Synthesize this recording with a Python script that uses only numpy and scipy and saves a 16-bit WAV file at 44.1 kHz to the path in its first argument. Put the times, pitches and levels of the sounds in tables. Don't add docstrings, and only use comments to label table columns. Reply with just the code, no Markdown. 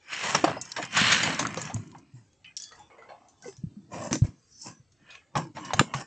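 import sys
import numpy as np
from scipy import signal
from scipy.fft import rfft, irfft
from scipy.io import wavfile
from scipy.ndimage import uniform_filter1d

SR = 44100
rng = np.random.default_rng(int(sys.argv[2]) if len(sys.argv) > 2 else 0)


def dump(signal):
    limited = np.clip(np.atleast_2d(signal).T, -1, 1)
    pcm = np.round(limited * 32767).astype(np.int16)
    wavfile.write(sys.argv[1], SR, pcm)


N = 267246


def gain_of(db):
    return 10 ** (np.asarray(db) / 20)


def evened(x):
    return x / np.sqrt(np.mean(x ** 2) + 1e-20)


def read(points, hz):
    f, value = np.transpose(points)
    return np.interp(np.log(hz + 1), np.log(f + 1), value)


def add(mix, start_s, sound):
    part = mix[round(start_s * SR):][:len(sound)]
    part += sound[:len(part)]


def patchy(x, points, patchy_db, size=512):
    overlap = 3 * size // 4
    hz, t, z = signal.stft(x, SR, nperseg=size, noverlap=overlap)
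    colour_db = read(points, hz)
    spots = rng.standard_normal(z.shape[::-1]).T
    spots = uniform_filter1d(spots, size=3, axis=0)
    spots = evened(uniform_filter1d(spots, size=24, axis=1))
    depth_db = np.interp(t, np.arange(N) / SR, patchy_db * np.ones(N))
    power_offset_db = depth_db ** 2 * np.log(10) / 20
    z = z * gain_of(colour_db[:, None] + depth_db * spots - power_offset_db)
    coloured = signal.istft(z, SR, nperseg=size, noverlap=overlap)[1][:N]
    return coloured / np.sqrt(np.mean(gain_of(colour_db) ** 2))


# frequency in Hz, relative density in dB per Hz.
HISS_SPECTRUM = [(18, -46.5), (30, -36), (101, -5.5), (179, -21.5), (303, -18), (465, -25.5), (1650, -32),
                 (1990, -34.5), (8140, -35.5), (8950, -57), (11600, -70), (19700, -120)]
HISS_DB, HISS_PATCHY_DB = -64, 4.5
WHINE_HZ, WHINE_DB = 8050, -84


def microphone_floor():
    whine = gain_of(WHINE_DB) * np.sin(2 * np.pi * WHINE_HZ * np.arange(N) / SR)
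    hiss = patchy(rng.standard_normal(N), HISS_SPECTRUM, HISS_PATCHY_DB, size=1024)
    return gain_of(HISS_DB) * hiss + whine


# time of full strength in s, swell in s, hold in s, base fade in dB per s,
# then full levels in dB of cloth, slats, fine scuff and handling rumble.
MOVEMENTS = [ (0.13, 0.13, 0.13, 101, -48, -33, -41, -54.5),
             (0.239, 0.045, 0.14, 196, -34.5, -32, -35.5, -43),
             (0.353, 0.033, .005, 243, -36, -49, -46.5, -31),
             (0.467, 0.023, 0.03, 155, -29, -35, -45.5, -33),
             (0.635, .02, 0.2, 296, -58, -50.5, -49.5, -74),
             (0.775, 0.035, 0.0073, 305.5, -37.5, -40, -52.5, -41.5),
             (0.819, .01, 0.006, 170, -42, -34.5, -44, -41.5),
             (0.965, 0.1, 0.17, 53.5, -36, -21.5, -31, -33.5),
             (1.264, 0.17, 0.03, 148.5, -30.5, -31.5, -39, -31),
             (1.414, 0.036, 0.003, 120, -33, -48, -40.5, -29.5),
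             (1.561, .04, 0.12, 295, -44, -41.5, -47.5, -41),
             (1.741, 0.053, .005, 98, -51.5, -77, -51, -35),
             (1.93, 0.065, 0.052, 198.5, -59, -71, -71.5, -51.5),
             (2.156, .07, 0.018, 123.5, -68.5, -70, -64, -57),
             (2.466, 0.031, .005, 124, -78, -62, -65, -64),
             (2.597, 0.022, 0.016, 84.5, -73.5, -63.5, -59.5, -66.5),
             (2.725, 0.049, 0.095, 150, -55.5, -64.5, -63, -65.5),
             (2.903, 0.019, 0.25, 295.5, -55, -68, -84, -76),
             (3.091, .02, 0.0067, 208, -42.5, -51.5, -76.5, -66),
             (3.172, 0.068, 0.11, 105, -61, -70, -83.5, -78),
             (3.457, 0.12, 0.027, 248.5, -53.5, -63, -50, -50),
             (3.641, 0.13, 0.22, 101.5, -77, -84.5, -96, -53),
             (3.934, 0.051, 0.14, 301.5, -39, -48.5, -46.5, -39),
             (4.134, 0.066, 0.0067, 403.5, -40.5, -42, -33, -22),
             (4.244, 0.023, 0.0042, 245, -45, -49.5, -50.5, -35.5),
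             (4.578, 0.4, 0.038, 285, -83, -75, -53.5, -68),
             (4.616, 0.07, 0.068, 346, -74, -67.5, -41.5, -67),
             (4.663, 0.038, 0.021, 240, -47, -51, -55.5, -43),
             (5.017, 0.062, .005, 155.5, -73, -76, -82, -59),
             (5.101, 0.17, 0.06, 196, -64, -49, -67.5, -77),
             (5.372, 0.039, 0.0056, 243.5, -27, -40.5, -44, -26),
             (5.553, 0.016, 0.23, 300, -50.5, -47.5, -55.5, -45),
             (5.764, .015, 0.056, 302, -42.5, -42.5, -49, -34),
             (5.827, 0.014, 0.13, 200, -48, -56, -63.5, -49),
             (5.945, 0.031, 0.062, 348, -39.5, -43.5, -42, -43.5)]
FADE_FACTORS = [1.17, 1.033, 1.17, 0.83]
SWELL_DB = 38.5


def movement(column):
    t = np.arange(0, N + 64, 64) / SR
    power = 1e-12
    for full_s, swell_s, hold_s, fade_db_per_s, *levels_db in MOVEMENTS:
        before_s = np.maximum(full_s - t, 0)
        after_s = np.maximum(t - full_s - abs(hold_s), 0)
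        rise_db = SWELL_DB * before_s / max(swell_s, .004)
        fall_db = FADE_FACTORS[column] * fade_db_per_s * after_s
        db = levels_db[column] - rise_db - fall_db
        power = power + gain_of(np.maximum(db, -200)) ** 2
    return np.interp(np.arange(N) / SR, t, 10 * np.log10(power))


def grit(per_s, spread_db, smooth):
    hit = rng.random(N) < per_s / SR
    size = np.minimum(rng.exponential(1, N), 4)
    noise = rng.standard_normal(N)
    bursts = signal.lfilter([1], [1, -.985], hit * gain_of(spread_db * size))
    return noise * (smooth + evened(bursts))


# frequency in Hz, relative density in dB per Hz.
CLOTH_SPECTRUM = [(250, -23), (420, 3), (700, 5), (1100, 3.5), (1600, -23.5), (2500, -42.5)]
SLIDE_SPECTRUM = [(700, -38.5), (1150, -9.5), (1700, -2), (2300, -5), (2600, -5), (3100, -8.5),
                  (3800, -37.5)]
HARD_SPECTRUM = [(2200, -36), (3000, 3), (4300, 6.5), (5500, -30)]
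SCUFF_SPECTRUM = [(3000, -47), (4300, -14.5), (4950, -6), (5500, 1), (6000, -3), (7500, -2), (8400, -11.5),
                  (9200, -39.5)]
RUMBLE_SPECTRUM = [(25, -46.5), (55, -33), (90, -24.5), (130, 2.5), (200, -1.5), (330, -5.5), (550, -45.5)]
HARD_GROWTH, HARD_EVEN_DB = 1.45, -8


def brushing():
    cloth_db, slats_db, scuff_db, rumble_db = map(movement, range(len(FADE_FACTORS)))
    few = np.clip((-22 - slats_db) / 30, .3, 1)
    contacts = evened(grit(400, 2.4, 1.9))
    out = gain_of(cloth_db) * patchy(contacts, CLOTH_SPECTRUM, 5.0 * few, size=1024)
    out += gain_of(slats_db) * patchy(contacts, SLIDE_SPECTRUM, 5.5 * few, size=1024)
    hard_db = HARD_GROWTH * (slats_db - HARD_EVEN_DB) + HARD_EVEN_DB
    out += gain_of(hard_db) * patchy(contacts, HARD_SPECTRUM, 5.5 * few)
    fine = evened(contacts + 1.1 * evened(grit(200, 6.3, 1.0)))
    spotty_db = 7.0 * np.clip((-28 - scuff_db) / 30, .3, 1)
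    out += gain_of(scuff_db) * patchy(fine, SCUFF_SPECTRUM, spotty_db)
    shake = patchy(rng.standard_normal(N), RUMBLE_SPECTRUM, 2.5, size=1024)
    local_power = abs(uniform_filter1d(shake ** 2, size=3000))
    shake = shake / np.sqrt(local_power + 1e-9)
    return out, gain_of(rumble_db) * shake


# frequency in Hz, t60 in s.
WALL_DECAY = [(200, 0.1), (1000, 0.047), (4000, 0.15), (9000, 0.18)]


def walls(x):
    taps = np.zeros((2, SR // 2))
    slots = np.arange(300, SR // 2 - 20, 20)
    at = slots + rng.integers(0, 20, (2, len(slots)))
    np.put_along_axis(taps, at, rng.choice([-1., 1.], at.shape), 1)
    hz, t, z = signal.stft(taps, SR, nperseg=256)
    decay_db = -60 * t / read(WALL_DECAY, hz)[:, None]
    tail = signal.istft(z * gain_of(decay_db), SR, nperseg=256)[1]
    return signal.fftconvolve(x[None], tail / np.linalg.norm(tail[0]), axes=1)[:, :N]


# nominal frequency in Hz, nominal level in dB, sharpness (higher is narrower).
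SLAT_MODES = [(546, -9, 3.9), (750, 7.5, 2.88), (920, 2.5, 1.1), (1112, 14, 1.6), (1423, -0.5, 0.29),
              (1810, 7, 0.6), (2120, 4.5, 0.21), (2614, 2.5, 0.1), (2730, 3, 0.45), (3808, 15.5, 3.8),
              (3800, 11, 0.22), (4740, 0.5, 1.6), (4700, 14.5, 1.7), (5250, 17.5, 2.9), (6240, 26.5, 1.7),
              (7040, 0.5, 0.59)]
# time in s, early rms level in dB, favoured ring in Hz,
# fall away from that ring in dB per octave, t60 in s.
CLACK_EVENTS = [(.243, -38, 745, 17, 0.071), (.348, -12.5, 1090, 5.5, 0.05), (.441, -12.5, 773, 8, 0.072),
                (.477, -21, 744, 12, 0.057), (.567, -30.5, 760, 22, 0.063), (.613, -29, 7100, 23, 0.048),
                (.653, -41.5, 6500, 18, .04), (.718, -30, 5600, 7, 0.028), (.764, -28, 1750, 7.5, 0.14),
                (.784, -30.5, 724, 26, 0.1), (.827, -30.5, 1730, 8, 0.031), (.851, -36.5, 6060, 8, 0.018),
                (.968, -19.5, 1560, 6.5, 0.13), (1.012, -25, 2130, 5, 0.027), (1.118, -16.5, 2300, 6, 0.14),
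                (1.231, -21, 2120, 4.5, 0.12), (1.392, -20.5, 945, 3, 0.1), (1.428, -28, 1090, 9, 0.012),
                (1.452, -23, 1436, 21, 0.038), (1.346, -34, 5440, 10, .025), (1.469, -28, 1310, 0, 0.015),
                (1.544, -33, 1440, 5, 0.017), (1.572, -27, 563, 7, 0.066), (1.615, -31.5, 7000, 13, 0.06),
                (1.698, -36, 870, 9, 0.14), (1.743, -30, 7550, 50, 0.016), (1.762, -41, 684, 6.5, 0.055),
                (1.948, -43.5, 970, 18, 0.061), (1.983, -55.5, 6640, 8, .056),
                (1.875, -59, 7520, 14, 0.021), (1.916, -55.5, 4000, 6.5, .025),
                (2.331, -63, 4000, -0.5, 0.033), (2.444, -47, 2600, 25, 0.085),
                (2.567, -30.5, 5720, 27, 0.01), (2.572, -31.5, 5480, 19, 0.023),
                (2.577, -44, 5500, 11, .03), (2.6, -37.5, 5680, 16, 0.033), (2.621, -36.5, 6560, 25, .051),
                (2.638, -38, 4850, 30, 0.032), (2.69, -52, 6000, 11, 0.023), (2.719, -49.5, 1670, 7, 0.036),
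                (2.756, -59, 7000, 12, .03), (2.792, -53, 880, -5, 0.034), (2.901, -54, 890, 12, 0.053),
                (2.982, -51.5, 570, 10.5, 0.077), (3.022, -50.5, 1360, 12, 0.036),
                (3.087, -55, 490, 10, 0.07), (3.285, -55, 6540, 11.5, .04),
                (3.423, -48.5, 6400, 12.5, 0.03), (3.444, -57, 507, 3.5, 0.057),
                (3.479, -51, 6200, 0, .054), (3.526, -54, 6860, -4, 0.031), (3.567, -52, 6500, 8.5, 0.036),
                (4.11, -33, 586, 7, 0.051), (4.129, -19.5, 6130, -3.5, 0.019),
                (4.154, -28, 580, 5.5, 0.027), (4.221, -44.5, 500, 5.5, 0.015),
                (4.246, -55, 900, -1.5, 0.065), (4.267, -54, 4500, 0.5, .02),
                (4.92, -61, 5500, 10.5, 0.059), (5.104, -48.5, 3700, 16.5, 0.18),
                (5.151, -43.5, 2610, 14, .051), (5.354, -23, 1002, 12, 0.11), (5.375, -31, 600, 2.5, 0.031),
                (5.439, -53, 960, -2, .035), (5.568, -34, 900, 10.5, 0.12), (5.648, -41, 1160, 0.5, 0.14),
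                (5.705, -27.5, 1060, 16, 0.051), (5.734, -20, 760, 6, 0.047),
                (5.794, -8.5, 1200, 6.5, 0.018), (5.809, -18.5, 490, 14, 0.022),
                (5.938, -23.5, 1120, 9, 0.052), (5.975, -58, 5950, -1, 0.076)]
THIN_HZ, BELOW_SHARE = 480, .9


def clacks():
    out, t = np.zeros(N), np.arange(SR // 6) / SR
    bins = np.fft.rfftfreq(len(t), 1 / SR)
    hz, db, sharp = np.array(SLAT_MODES).T[:, :, None]
    luck = rng.standard_normal((len(CLACK_EVENTS), 2, len(SLAT_MODES), 1))
    noise = rng.standard_normal((len(CLACK_EVENTS), len(t)))
    for (start_s, level_db, ring_hz, fall_db, t60_s), (tune, share), jolt in zip(CLACK_EVENTS, luck, noise):
        t60_s = max(t60_s, .006)
        octaves = np.log2((bins + 1) / ring_hz)
        away = np.sqrt(octaves ** 2 + 0.14) * np.where(octaves < 0, BELOW_SHARE, 1)
        thin_db = 8.3 * np.maximum(np.log2(THIN_HZ / (bins + 1)), 0)
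        colour_db = -fall_db * away - thin_db
        detune = (bins - hz * (1 + 0.11 * tune)) / (.03 * hz / sharp + 40)
        modes = (gain_of(db + 2.0 * share) / (1 + 1j * detune)).sum(0)
        modes += 13.0 / (1 + 1j * (bins - ring_hz) / (0.031 * ring_hz + 25))
        blow = jolt * (1 - np.exp(-t / 0.00066)) * gain_of(-60 * t / t60_s)
        blow[30] += 3.5 * (0.073 / t60_s) ** 0.28
        sound = irfft(rfft(blow) * (modes + 2.2) * gain_of(colour_db), len(t))
        sound = np.roll(sound, 44) * signal.windows.tukey(len(t), .012)
        early_rms = np.sqrt(np.mean(sound[:300] ** 2))
        add(out, start_s - .001, gain_of(level_db) * sound / early_rms)
    return out


# time in s, peak of the envelope in dB, starting pitch in Hz, t60 in s (20 ms at least).
THUMP_EVENTS = [(.349, -42, 426, 0.2), (0.434, -10.5, 325, 0.043), (0.788, -34.5, 316, 0.15),
                (1.01, -15, 200, 0.037), (1.232, -48, 220, .037), (1.562, -29.5, 172, 0.13),
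                (1.65, -31.5, 148, .11), (1.743, -21, 116.6, 0.18), (2.131, -37.5, 131.7, 0.29),
                (3.451, -33.5, 501, 0.11), (3.475, -31.5, 407, 0.078), (3.577, -39, 130, 0.15),
                (3.633, -20, 164.6, 0.041), (3.661, -29, 110, .052), (3.761, -33, 210.5, 0.12),
                (4.109, -21, 161, 0.039), (4.126, -16, 251, .03), (4.152, -37, 241, .031),
                (4.215, -5, 121.3, 0.054), (4.243, -13, 113, 0.021), (4.283, -30, 107, .027),
                (4.793, -44, 131.8, .07), (5.353, -22, 147, 0.053), (5.384, -28.5, 190, 0.11),
                (5.738, -25, 108, 0.051), (5.793, -10.5, 145, .04), (5.805, -11, 256, 0.016),
                (5.941, -24, 142, 0.13)]
THUMP_LAG_S, THUMP_RISE_S, THUMP_SAG_PER_S = .004, 0.0028, 2.1


def thumps():
    out, t = np.zeros(N), np.arange(SR // 3) / SR
    for start_s, peak_db, hz, t60_s in THUMP_EVENTS:
        shape = (1 - np.exp(-t / THUMP_RISE_S)) ** 2 * gain_of(-60 * t / max(t60_s, .02))
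        turns = hz * np.cumsum(np.exp(-THUMP_SAG_PER_S * t)) / SR
        cycles = -np.sin(2 * np.pi * turns)
        add(out, start_s + THUMP_LAG_S, gain_of(peak_db) * shape / shape.max() * cycles)
    return out


# start in s, length in s, centre in Hz,
# rms level in dB before the fade.
HUM_EVENTS = [(0.57, 0.05, 5050, -47.5), (2.445, 0.087, 2040, -56), (2.445, 0.076, 2493, -49.5),
              (2.445, 0.052, 3000, -47), (2.6, 0.14, 3400, -53), (2.6, 0.17, 4600, -56),
              (2.77, .11, 3490, -61), (2.72, 0.042, 1910, -50.5), (2.71, 0.032, 1287, -50),
              (2.798, 0.027, 876, -44.5), (2.906, 0.037, 2190, -53), (2.977, 0.092, 2044, -53),
              (3.02, 0.037, 1370, -50), (3.09, 0.02, 4310, -58), (3.423, 0.084, 1533, -53.5),
              (3.438, 0.068, 2035, -52), (3.474, 0.1, 5100, -58), (4.5, 0.32, 5970, -55.5),
              (5.08, 0.13, 2513, -50.5), (5.363, 0.16, 315, -41), (5.562, 0.28, 1068, -41),
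              (5.572, 0.14, 303.5, -45), (5.607, 0.28, 2940, -50)]
HUM_WIDTH_HZ, HUM_WIDTH_SHARE = 45, .025


def hums():
    out = np.zeros(N)
    noise = rng.standard_normal((len(HUM_EVENTS), 2, SR // 3))
    for (start_s, length_s, hz, level_db), (a, b) in zip(HUM_EVENTS, noise):
        t = np.arange(min(round(length_s * SR), len(a))) / SR
        r = np.exp(-np.pi * (HUM_WIDTH_HZ + HUM_WIDTH_SHARE * hz) / SR)
        waver = signal.lfilter([1], [1, -2 * r, r ** 2], a + 1j * b)[-len(t):]
        band = evened((waver * np.exp(2j * np.pi * hz * t)).real)
        shape = signal.windows.tukey(len(t), .2) * gain_of(-8.0 * t / length_s)
        add(out, start_s, gain_of(level_db) * shape * band)
    return out


# time in s, gain in dB.
ECHO_DRIVE = [(0, -20), (2.004, -2), (3, 16.5), (3.998, 9), (6.06, 1.5)]


def scene():
    slide, rumble = brushing()
    hits = clacks() + hums()
    drive = gain_of(np.interp(np.arange(N) / SR, *np.transpose(ECHO_DRIVE)))
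    echo, side_echo = walls(drive * (hits + 0.9 * slide))
    mid = slide + hits + gain_of(-16) * echo + rumble + thumps() + microphone_floor()
    side = gain_of(-29) * side_echo
    side += gain_of(-48.5) * np.roll(rumble, 90)
    side += gain_of(-14) * microphone_floor()
    return np.array([mid + side, mid - side])


def record(dry):
    held = 1.046 * np.tanh(dry / 1.474)
    gentle = signal.firwin(41, 8500, fs=SR)
    steep = signal.firwin(401, 9000, window=("kaiser", 9), fs=SR)
    rolled = signal.oaconvolve(held, gentle[None], "same")
    return signal.oaconvolve(rolled, steep[None], "same")


dry = scene()
out = record(dry)
dump(out)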